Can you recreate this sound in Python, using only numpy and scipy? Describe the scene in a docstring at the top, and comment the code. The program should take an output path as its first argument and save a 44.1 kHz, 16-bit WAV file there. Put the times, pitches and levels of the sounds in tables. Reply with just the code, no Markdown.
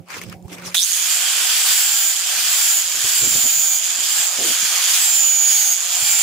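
"""Knife and angle grinder outdoors

A knuckle-guard knife is slid onto a steel block: gritty noise and short ringing ticks.
Then an angle grinder with a polishing disc starts: blows at the pulse of its current ring the housing,
and shaped noise makes its roar. On the metal it slows, whines on shaft orders (sines) and hisses.
A hum of three sines sinks as the tool starts; low noise and decaying sines are air bumping the microphone."""
import sys
import numpy as np
from scipy import signal
from scipy.io import wavfile
from scipy.ndimage import uniform_filter1d

SR = 44100
rng = np.random.default_rng(int(sys.argv[2]) if len(sys.argv) > 2 else 0)


def pcm_store(signal):
    """Save signal as 16-bit PCM."""
    levels = np.round(np.clip(np.atleast_2d(signal), -1, 1) * 32767)
    wavfile.write(sys.argv[1], SR, levels.astype(np.int16).T)


N = 274302  # samples
SWITCH_S = .7445  # the grinder is switched on
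PULSE_HZ = 178.3  # pulse of the current, also the pitch of the hum


def amp(db):
    """Decibels to gain."""
    return 10 ** (np.asarray(db) / 20)


def lean(left_db):
    """Gains of the left and right port, left_db apart."""
    return amp(np.array([[.5], [-.5]]) * left_db)


def evened(x):
    """Scales to rms 1."""
    return x / np.sqrt(np.mean(x ** 2) + 1e-20)


def read(points, hz):
    """Reads a table over log frequency."""
    f, value = np.transpose(points)
    return np.interp(np.log(hz + 1), np.log(f + 1), value)


def curves(rows):
    """The columns of a table at every sample."""
    s, *columns = np.transpose(rows)
    return [np.interp(np.arange(N) / SR, s, c) for c in columns]


def while_on(rows):
    """1 from the first to the last row of a table, else 0."""
    t = np.arange(N) / SR
    return (t >= rows[0][0]) & (t <= rows[-1][0])


def drift(per_s):
    """Slow random wander: straight lines between per_s random knots a second."""
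    knots = rng.standard_normal(int(N / SR * per_s) + 2)
    return np.interp(np.arange(N) / SR * per_s, np.arange(len(knots)), knots)


def lump(s, rise_s, hold_s, fall_s):
    """Gain that climbs 20 dB in rise_s up to s, holds, and drops 20 dB in fall_s."""
    t = np.arange(N) / SR - s
    return amp(-20 * np.maximum(np.maximum(-t / rise_s, (t - hold_s) / fall_s), 0))


# how alike the two ports hear noise: (frequency [Hz], likeness [0-1])
PORT_LIKENESS = [(60, 0.28), (92, 0.26), (140, 0.6), (210, 0.25), (330, 0.56), (500, 0.87), (770, 0.42),
                 (1170, 0.9), (1790, 0.52), (2740, 0.58), (4190, 0.23), (6410, 0.062), (9810, 0.011),
                 (15000, 0.00017)]
# which port hears noise louder: (frequency [Hz], left minus right [dB])
PORT_LEAN = [(60, 10), (92, 4), (140, 0), (210, 15), (330, 7), (500, -1.5), (770, -3.5), (1170, 1.5),
             (1790, 2), (2740, -3.5), (4190, 0.5), (6410, -1.5), (9810, 0), (15000, 4.5)]


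def noise(spectrum, patchy_db, likeness=PORT_LIKENESS, port_lean=PORT_LEAN, size=512):
    """Two-port noise from random short-time spectra with drifting patches; its mid has rms 1."""
    hz = np.fft.rfftfreq(size, 1 / SR)
    a, b, c, d, patches = rng.standard_normal((N * 4 // size + 5, len(hz), 5)).T
    patches = uniform_filter1d(patches, size=6, axis=0)
    patches = evened(uniform_filter1d(patches, size=16, axis=1))
    like = np.clip(read(likeness, hz), -1, 1)[:, None]
    half_lean = amp(read(port_lean, hz) / 2)[:, None]
    left = a + 1j * b
    right = like * left + np.sqrt(1 - like ** 2) * (c + 1j * d)
    ports = np.array([left * half_lean, right / half_lean])
    ports *= amp(read(spectrum, hz)[:, None] + patchy_db * patches)
    out = signal.istft(ports, nperseg=size, noverlap=size * 3 // 4)[1][:, :N]
    return out / np.sqrt(np.mean(out.mean(0) ** 2))


def tone(turns, db, left_db, lag):
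    """A sine of wavering level, set midway between the ports; the right port lags by lag radians."""
    ports = lean(left_db) * np.exp(-1j * np.array([[0], [lag]]))
    ports = ports / max(abs(ports.mean()), .5)
    wave = np.exp(2j * np.pi * (turns + rng.random())) * ports
    return np.sqrt(2) * amp(db + 1.2 * drift(15)) * wave.real


def resonate(x, hz, width_hz):
    """Rings x at a gliding pitch: shifts the curve hz down to zero, smooths, and shifts back."""
    turn = np.exp(2j * np.pi * np.cumsum(hz) / SR)
    r = np.exp(-np.pi * width_hz / SR)
    return 2 * (turn * signal.lfilter([1 - r], [1, -r], x / turn)).real


# colour of the scraping: (frequency [Hz], relative density [dB per Hz])
SCRAPE_COLOUR = [(290, -45), (500, -18), (1170, -1), (1880, -7.5), (2240, -3), (2990, -10.5), (3820, -18),
                 (4170, -19), (5480, -17), (6610, -17.5), (15700, -32.5)]
# knife and cloth slide over the block:
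# (start [s], hold [s], time to fall 20 dB [s], level [dB], brightness [dB])
SLIDES = [(.105, .04, .08, -35, -1.5), (.17, .022, .015, -40, 1.5), (.222, .01, .035, -39, -1.5),
          (.27, .05, .04, -57, 4), (.328, .003, .02, -40, -16), (.495, .015, .03, -55, 3),
          (.532, .012, .03, -38, 2), (.59, .05, .03, -41, -7), (.66, .018, .045, -36, 5.5),
          (.72, .03, .03, -47, 1.5)]
# the knife ticks on the block: (time [s], level [dB], ring [Hz])
TICKS = [(0.085, -26, 985), (0.179, -28, 1130), (0.215, -13, 2200), (0.236, -18, 2300), (0.297, -22, 5270),
         (0.326, -22, 1340), (0.425, -36, 7240), (0.481, -28, 1040), (0.583, -23, 2370),
         (0.622, -22.5, 1480), (0.659, -22, 5610)]
SLIDE_RISE_S = .025  # time to climb 20 dB
REST_DB, REST_BRIGHT_DB = -68, -.5  # grit between slides
TICK_T60_S = .017


def handling():
    """Gritty sliding as two bands of noise, and small metal ticks as short sines with noise."""
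    grit = noise(SCRAPE_COLOUR, 3.2, [(500, 0.25), (15000, 0.1)], [(500, -0.1), (15000, -0.43)], size=256)
    grit = grit * amp(2.0 * drift(300))
    dull = signal.sosfilt(signal.butter(4, 4000, fs=SR, output="sos"), grit)
    bright = signal.sosfilt(signal.butter(4, 4000, "high", fs=SR, output="sos"), grit)
    dull_gain = amp(REST_DB)
    bright_gain = amp(REST_DB + REST_BRIGHT_DB)
    for s, hold_s, fall_s, db, bright_db in SLIDES:
        slide = amp(db) * lump(s, SLIDE_RISE_S, hold_s, fall_s)
        dull_gain = dull_gain + slide
        bright_gain = bright_gain + slide * amp(bright_db)
    out = evened(dull) * dull_gain + evened(bright) * bright_gain
    out *= np.arange(N) < SWITCH_S * SR
    t = np.arange(2000) / SR
    for s, db, hz in TICKS:
        ring = 0.37 * np.sin(2 * np.pi * hz * t) + 0.3 * rng.standard_normal((2, len(t)))
        tick = amp(db - 60 * t / TICK_T60_S) * ring * np.minimum(t / .0007, 1)
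        out[:, round(s * SR):][:, :len(t)] += tick
    return out


# the hum before its overtone levels: (time [s], level [dB])
HUM_LEVEL = [(0.0, -40), (0.1, -55.5), (0.24, -40), (0.71, -38.5), (0.84, -72), (1.54, -67), (2.3, -71),
             (3.3, -63), (3.8, -70), (6.22, -73)]
# (multiple of the pulse [ratio], level against the hum [dB])
HUM_OVERTONES = [(1, -2.5), (2, -14), (3, -18)]


def hum():
    """A drone of steady pitch, sines on multiples of the pulse, that sinks once the tool is loud."""
    turns = np.arange(N) / SR * PULSE_HZ
    level_db, = curves(HUM_LEVEL)
    return sum(tone(k * turns, level_db + db, -4, .2) for k, db in HUM_OVERTONES)


# colour of the thuds: (frequency [Hz], relative density [dB per Hz])
THUD_COLOUR = [(15, -53), (25, -34), (92, 0), (156, -6.5), (188, -4), (227, -14), (300, -16), (390, -46),
               (660, -120)]
# colour of the rustle: (frequency [Hz], relative density [dB per Hz])
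RUSTLE_COLOUR = [(100, -40), (180, -5), (250, -1.5), (480, 2), (800, -3), (1200, -28)]
# gusts on the microphone: (time [s], hold [s], thud level [dB], rustle level [dB])
GUSTS = [(.001, .002, -41, -55), (.17, .02, -39, -47), (.25, .04, -35, -48), (.34, .02, -39, -42),
         (.445, .015, -35, -46), (.51, .09, -46, -44), (.62, .05, -41, -44), (1.16, .02, -66, -62),
         (1.33, .1, -68, -57), (2.34, .3, -67, -56), (2.96, .025, -48, -48), (3.05, .005, -40.5, -39),
         (3.23, .045, -39, -38), (3.31, .005, -36, -44), (3.36, .025, -36, -40), (3.44, .02, -42, -40),
         (3.57, .015, -44.5, -47), (4.02, .005, -52, -49), (4.19, .005, -50, -57),
         (4.395, .03, -40.5, -32.5), (4.45, .07, -54, -37), (4.635, .015, -40.5, -50),
         (4.88, .005, -61, -56), (5.11, .005, -54, -61), (6.03, .01, -45, -51), (6.12, .005, -43, -55)]
# air between gusts: (time [s], thud level [dB], rustle level [dB])
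CALM = [(0.0, -62, -57), (.3, -52, -50), (.72, -52, -50), (.81, -75, -68), (1.5, -75, -57), (2.0, -80, -63),
        (4.6, -76, -57), (5.2, -83, -76), (6.22, -76, -66)]
# single puffs that bump the microphone: (time [s], level [dB], pitch [Hz])
BUMPS = [(2.966, -37, 299), (3.037, -33, 137), (3.229, -32, 145), (3.353, -25, 129), (3.558, -33, 148),
         (3.886, -43, 296), (3.98, -36, 273), (4.17, -42, 161), (4.37, -44, 266), (4.39, -32, 157),
         (4.627, -36, 176), (5.086, -47, 127), (5.458, -49, 288), (6.022, -31, 96.9), (6.104, -37, 113)]
GUST_RISE_S, GUST_FALL_S = .035, .04  # time for 20 dB
BUMP_T60_S = .072


def wind():
    """Lumpy low buffeting and single decaying thumps, louder at the right port."""
    gusts = np.array([lump(s, GUST_RISE_S, hold_s, GUST_FALL_S) for s, hold_s, *_ in GUSTS])
    gust_power = amp(np.transpose(GUSTS)[2:]) ** 2 @ gusts ** 2
    thud_gain, rustle_gain = np.sqrt(amp(curves(CALM)) ** 2 + gust_power)
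    thud = noise(THUD_COLOUR, 4.4, [(60, .4), (200, 0.92)], [(60, -10), (200, -16.0)], size=2048)
    rustle = noise(RUSTLE_COLOUR, 2.9, [(200, 1.0), (800, 0.52)], [(200, -5), (800, -0.5)], size=1024)
    out = amp(2.2 * drift(50)) * (thud_gain * thud + rustle_gain * rustle)
    t = np.arange(4000) / SR
    port_db = np.array([[-4], [2.5]])
    for s, db, hz in BUMPS:
        envelope = amp(db - 60 * t / BUMP_T60_S + port_db) * (1 - np.exp(-t / 0.0045))
        bump = envelope * np.sin(2 * np.pi * hz * t)
        part = out[:, round(s * SR):][:, :len(t)]
        part += bump[:, :part.shape[1]]
    return out


# clacks, before CLACK_DB: (time [s], level [dB], ring [Hz])
CLACKS = [(.744, -26, 6560), (.79, -22, 6840), (.8, -21, 5030), (.83, -13, 6150), (.865, -22, 6850),
          (.94, -16, 6650), (1.04, -21, 6830), (1.12, -17.5, 7220), (1.3, -22.5, 7400), (1.65, -20, 7500),
          (2.1, -21.5, 7250), (2.34, -26, 7250), (2.75, -18, 7100), (3.0, -22, 7000), (3.75, -18, 6880),
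          (4.0, -20, 7100), (4.2, -18.5, 7150), (4.35, -22, 7050), (4.7, -20, 6800), (5.05, -18.5, 6950),
          (5.3, -23, 6800), (5.7, -18, 6800), (5.88, -22, 6950), (6.0, -17, 7050), (6.22, -17.5, 7050)]
# the housing rings low under the first hard clacks, before START_DB: (time [s], level [dB], ring [Hz])
START_RING = [(0.744, -17, 3550), (0.748, -23, 3460), (0.794, -15, 3620), (0.85, -35, 3780)]
CLACK_DB, START_DB = -4, -.6  # trims
CLACK_WIDTH_HZ, START_WIDTH_HZ = 1400, 800  # of each of three resonators in a row
CLACK_JITTER_S, CLACK_SPREAD_DB = .0007, 4.5  # scales of the random lateness and size


def clacks():
    """Each pulse of current knocks the gear: one sharp blow of uneven size rings the housing."""
    size, late, sign, *ports = rng.standard_normal((int(N / SR * PULSE_HZ), 5)).T
    at_s = np.arange(len(size)) / PULSE_HZ + abs(CLACK_JITTER_S * late)
    at = np.round(at_s * SR).astype(int)
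    size = amp(CLACK_SPREAD_DB * np.clip(size, -3, 1.2)) * np.sign(sign)
    blows = np.zeros((2, N))
    for port, chance in zip(blows, ports):  # each port hears the blow a few samples apart
        delay = np.round(1.2 * abs(chance)).astype(int)
        port[np.minimum(at + delay, N - 1)] = size
    blows = evened(blows) + 0.5 * rng.standard_normal((2, N))  # loose teeth chatter between blows
    out = 0
    for rows, trim_db, width_hz, left_db in ((CLACKS, CLACK_DB, CLACK_WIDTH_HZ, -8),
                                             (START_RING, START_DB, START_WIDTH_HZ, -4)):
        level_db, hz = curves(rows)
        ring = blows
        for _ in range(3):  # three in a row: the ring swells, then dies
            ring = resonate(ring, hz, width_hz)
        gain = amp(level_db + trim_db + 1.3 * drift(25)) * lean(left_db)
        out = out + evened(ring) * gain * while_on(rows)
    return out


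# shaft speed sags under the disc and runs up again in between;
# tables that follow on from each other: (time [s], speed [turns per s])
SAG = [
    [(1.3, 258.0), (1.58, 258.5), (1.66, 255.1), (1.74, 248.5), (1.9, 233.5), (1.98, 227.5), (2.06, 222.8),
     (2.13, 221.5)],
    [(2.4, 250.0), (2.525, 243.2), (2.675, 231.2), (2.75, 224.2), (2.81, 222.5)],
    [(3.0, 243.1), (3.08, 243.9), (3.16, 239.9), (3.32, 228.9), (3.4, 226.5), (3.64, 219.3), (3.72, 215.8),
     (3.785, 215.0)],
    [(3.95, 237.1), (4.06, 240.8), (4.17, 238.3), (4.28, 238.1), (4.5, 250.2)],
    [(4.96, 252.9), (5.104, 232.0), (5.176, 223.6), (5.248, 219.2), (5.392, 213.6), (5.464, 211.5),
     (5.536, 211.1), (5.608, 209.6), (5.68, 205.4), (5.75, 205.2)],
    [(5.93, 235.6), (6.0, 238.6), (6.07, 234.8), (6.22, 230.3)],
]


def shaft_speed():
    """Turns per second of the shaft, which slows under load."""
    return curves(sum(SAG, []))[0]


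# the disc on the metal, whine levels before the trim: (touch [s], lift [s], rubbing [dB],
# order 32 [dB], order 31 [dB], their neighbours [dB], low orders [dB], high orders [dB])
STROKES = [(1.5, 2.115, 4.5, -24, -27, -32, -45.5, -35), (2.33, 2.795, 5.5, -24.5, -26, -31, -45, -33),
           (2.95, 3.77, 5.5, -21, -25, -28, -47.5, -34), (3.93, 4.26, 4, -24, -28, -34, -50, -41),
           (4.38, 4.53, 6, -36, -38, -44, -55, -46), (4.82, 5.735, 6, -17, -25, -28, -46, -35),
           (5.85, 6.4, 5, -22, -24, -30, -45, -35)]
PRESS_S, LIFT_S = .21, .04  # leaning in, letting go


def strokes():
    """Contact 0-1 of the disc, and the level columns of the stroke in hand."""
    t = np.arange(N) / SR
    in_hand = np.maximum(np.searchsorted([row[0] for row in STROKES], t) - 1, 0)
    touch, lift, *levels = np.array(STROKES).T[:, in_hand]
    contact = np.clip((t - touch) / PRESS_S, 0, 1) * np.clip(1 - (t - lift) / LIFT_S, 0, 1)
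    return contact, levels


# colours of body, fizz and low roar: (frequency [Hz], relative density [dB per Hz])
BODY_COLOUR = [(530, -47.5), (900, -22), (1350, -17.5), (1510, -12), (2160, -12.5), (2380, -8), (2730, -9),
               (3180, -3), (3530, -5), (3950, -8.5), (4830, -2.7), (5550, -6.2), (7070, -2), (8330, -13),
               (9000, -11.5), (11700, -17.5), (19800, -120)]
FIZZ_COLOUR = [(4590, -40), (7800, -2), (8720, -3), (10400, -3), (12800, -6.5), (13800, -4.5),
               (15000, -5.5), (15700, -10)]
LOW_COLOUR = [(120, -57), (200, -40), (485, -35), (528, -13), (576, -17.5), (746, -6), (914, -16.5),
              (1300, -8), (1690, -79), (2860, -120)]
# air and disc noise, one row each for lower body, upper body, fizz, low roar:
# (free-running level [dB], slope [dB per lost turn per s], share of the rubbing [ratio],
# offset at the start of the run-up [dB], run-up time constant [s], jolt at the switch [dB])
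LAYERS = [(-27, -.23, .3, -24, .16, 29), (-19.3, -.17, .6, -8, .3, 5), (-24.8, -.16, 1.05, .6, .3, 1.5),
          (-39.8, -.15, -.3, -22, .26, 27)]
# uneven rise and fall in the level of the whole roar: (time [s], level [dB])
SWELL = [(.75, .1), (1.0, -.1), (1.5, .1), (1.75, -.7), (2.0, .1), (2.18, .8), (2.45, -1.2), (2.65, .9),
         (2.9, -.5), (3.15, -1.4), (3.7, -.9), (3.82, -.6), (3.9, .6), (3.98, -1.8), (4.22, -1.1),
         (4.33, -2.5), (4.5, -.3), (4.66, -1.2), (4.8, .6), (4.96, .2), (5.08, -1.2), (5.2, -.6),
         (5.36, -1.9), (5.5, 1.2), (5.72, 1.4), (5.9, -1.2), (6.22, .4)]
FREE_TURNS_PER_S, JOLT_S = 258, .02
LEAN_OFF_DB, LEAN_ON_DB = -1.8, -.7  # left minus right, off and on the metal
LEAN_START_DB, LEAN_S = -4, .2  # extra lean at the switch and its time constant


def roar():
    """Fan air follows the shaft speed; the disc adds its rubbing while it touches the metal."""
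    since = np.maximum(np.arange(N) / SR - SWITCH_S, 0)
    lost_turns = FREE_TURNS_PER_S - shaft_speed()
    swell_db, = curves(SWELL)
    contact, (rub_db, *_) = strokes()
    levels = []
    for db, slope, share, offset_db, up_s, jolt_db in LAYERS:
        running_db = db + slope * lost_turns + share * rub_db * contact + swell_db
        starting_db = offset_db * np.exp(-since / up_s) + jolt_db * np.exp(-(since / JOLT_S) ** 2)
        levels.append(running_db + starting_db)
    lower_db, upper_db, fizz_db, low_db = levels
    left_db = LEAN_OFF_DB + (LEAN_ON_DB - LEAN_OFF_DB) * contact + LEAN_START_DB * np.exp(-since / LEAN_S)
    flutter_db = 0.72 * drift(120) + .7 * drift(14)
    body = noise(BODY_COLOUR, 1.12)
    lower = signal.sosfiltfilt(signal.butter(2, 2700, fs=SR, output="sos"), body)
    upper = body - lower
    out = (evened(lower) * amp(lower_db) + evened(upper) * amp(upper_db)) * amp(flutter_db)
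    out += noise(FIZZ_COLOUR, 2.4) * amp(fizz_db + flutter_db)
    out += noise(LOW_COLOUR, 1.4, size=1024) * amp(low_db + 2.5 * drift(12))
    return out * lean(left_db) * (since > 0)


# how the whine reaches the ports: (frequency [Hz], left minus right [dB], lag of the right [radians])
WHINE_PORTS = [(766, -8, -1), (1330, -2.5, -1.9), (2480, 6, -0.7), (6900, -12, 0.64), (14800, 6, -1.5)]
# the gear housing favours some pitches of the whine: (frequency [Hz], gain [dB])
HOUSING = [(640, -14), (720, -4.5), (850, -2.5), (900, -13), (1250, -8), (1400, -.5), (1650, -1.5),
           (2150, -8), (2340, 6), (2520, -1.5), (3100, 2.5), (6000, -10), (6250, -4), (6550, -6), (6950, 0),
           (7450, -4.5), (7900, -8), (8150, -16), (12500, -14), (13800, -9), (15100, -6.5), (16500, -11)]
# low orders, whose ninths belong to the gear: (multiple of the shaft speed [ratio])
LOW_ORDERS = (3, 32 / 9, 4, 6, 64 / 9, 10, 11, 14)
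# neighbours of orders 31 and 32: (multiple of the shaft speed [ratio])
NEAR_ORDERS = (29, 30, 33, 34, 320 / 9, 36)
# one for each neighbour, against their level in the stroke: (level [dB])
NEAR_ORDER_DB = (-4, -4, -4, -4, -8, -8)
HIGH_ORDERS = range(60, 76)
WHINE_DB, IDLE_DB = 1.5, -18  # overall trim; drop while off the metal


def whine():
    """Sines on multiples of the shaft speed, which sags under load."""
    speed = shaft_speed()
    turns = np.cumsum(speed) / SR
    contact, (_, main_db, under_db, near_db, low_db, high_db) = strokes()
    lines = [(32, main_db), (31, under_db)]
    lines += [(k, near_db + db) for k, db in zip(NEAR_ORDERS, NEAR_ORDER_DB)]
    lines += [(k, low_db + 1.5 * drift(3)) for k in LOW_ORDERS]
    lines += [(k, high_db + 4.5 * drift(7)) for k in HIGH_ORDERS]
    hz, left_db, lag = np.transpose(WHINE_PORTS)
    out = 0
    for k, db in lines:
        at = np.log(k * speed.mean())
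        line_left_db = np.interp(at, np.log(hz), left_db)
        line_lag = np.interp(at, np.log(hz), lag)
        out = out + tone(k * turns, db + read(HOUSING, k * speed), line_left_db, line_lag)
    return out * amp(IDLE_DB * (1 - contact) + WHINE_DB) * while_on(sum(SAG, []))


def scene():
    """All sources at the two ports."""
    return handling() + hum() + wind() + clacks() + roar() + whine()


CEILING = .97  # soft limit of the microphone, full scale 1
EDGE_HZ = 15660  # band limit


def record(dry):
    """The microphone drops the lowest bass and overloads softly on loud peaks; then the band limit."""
    thin = signal.sosfilt(signal.butter(2, 70, "high", fs=SR, output="sos"), dry)
    soft = CEILING * np.tanh(thin / CEILING)
    low_pass = signal.firwin(511, EDGE_HZ, window=("kaiser", 9), fs=SR)
    return signal.oaconvolve(soft, low_pass[None], "same")


dry = scene()
out = record(dry)
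pcm_store(out)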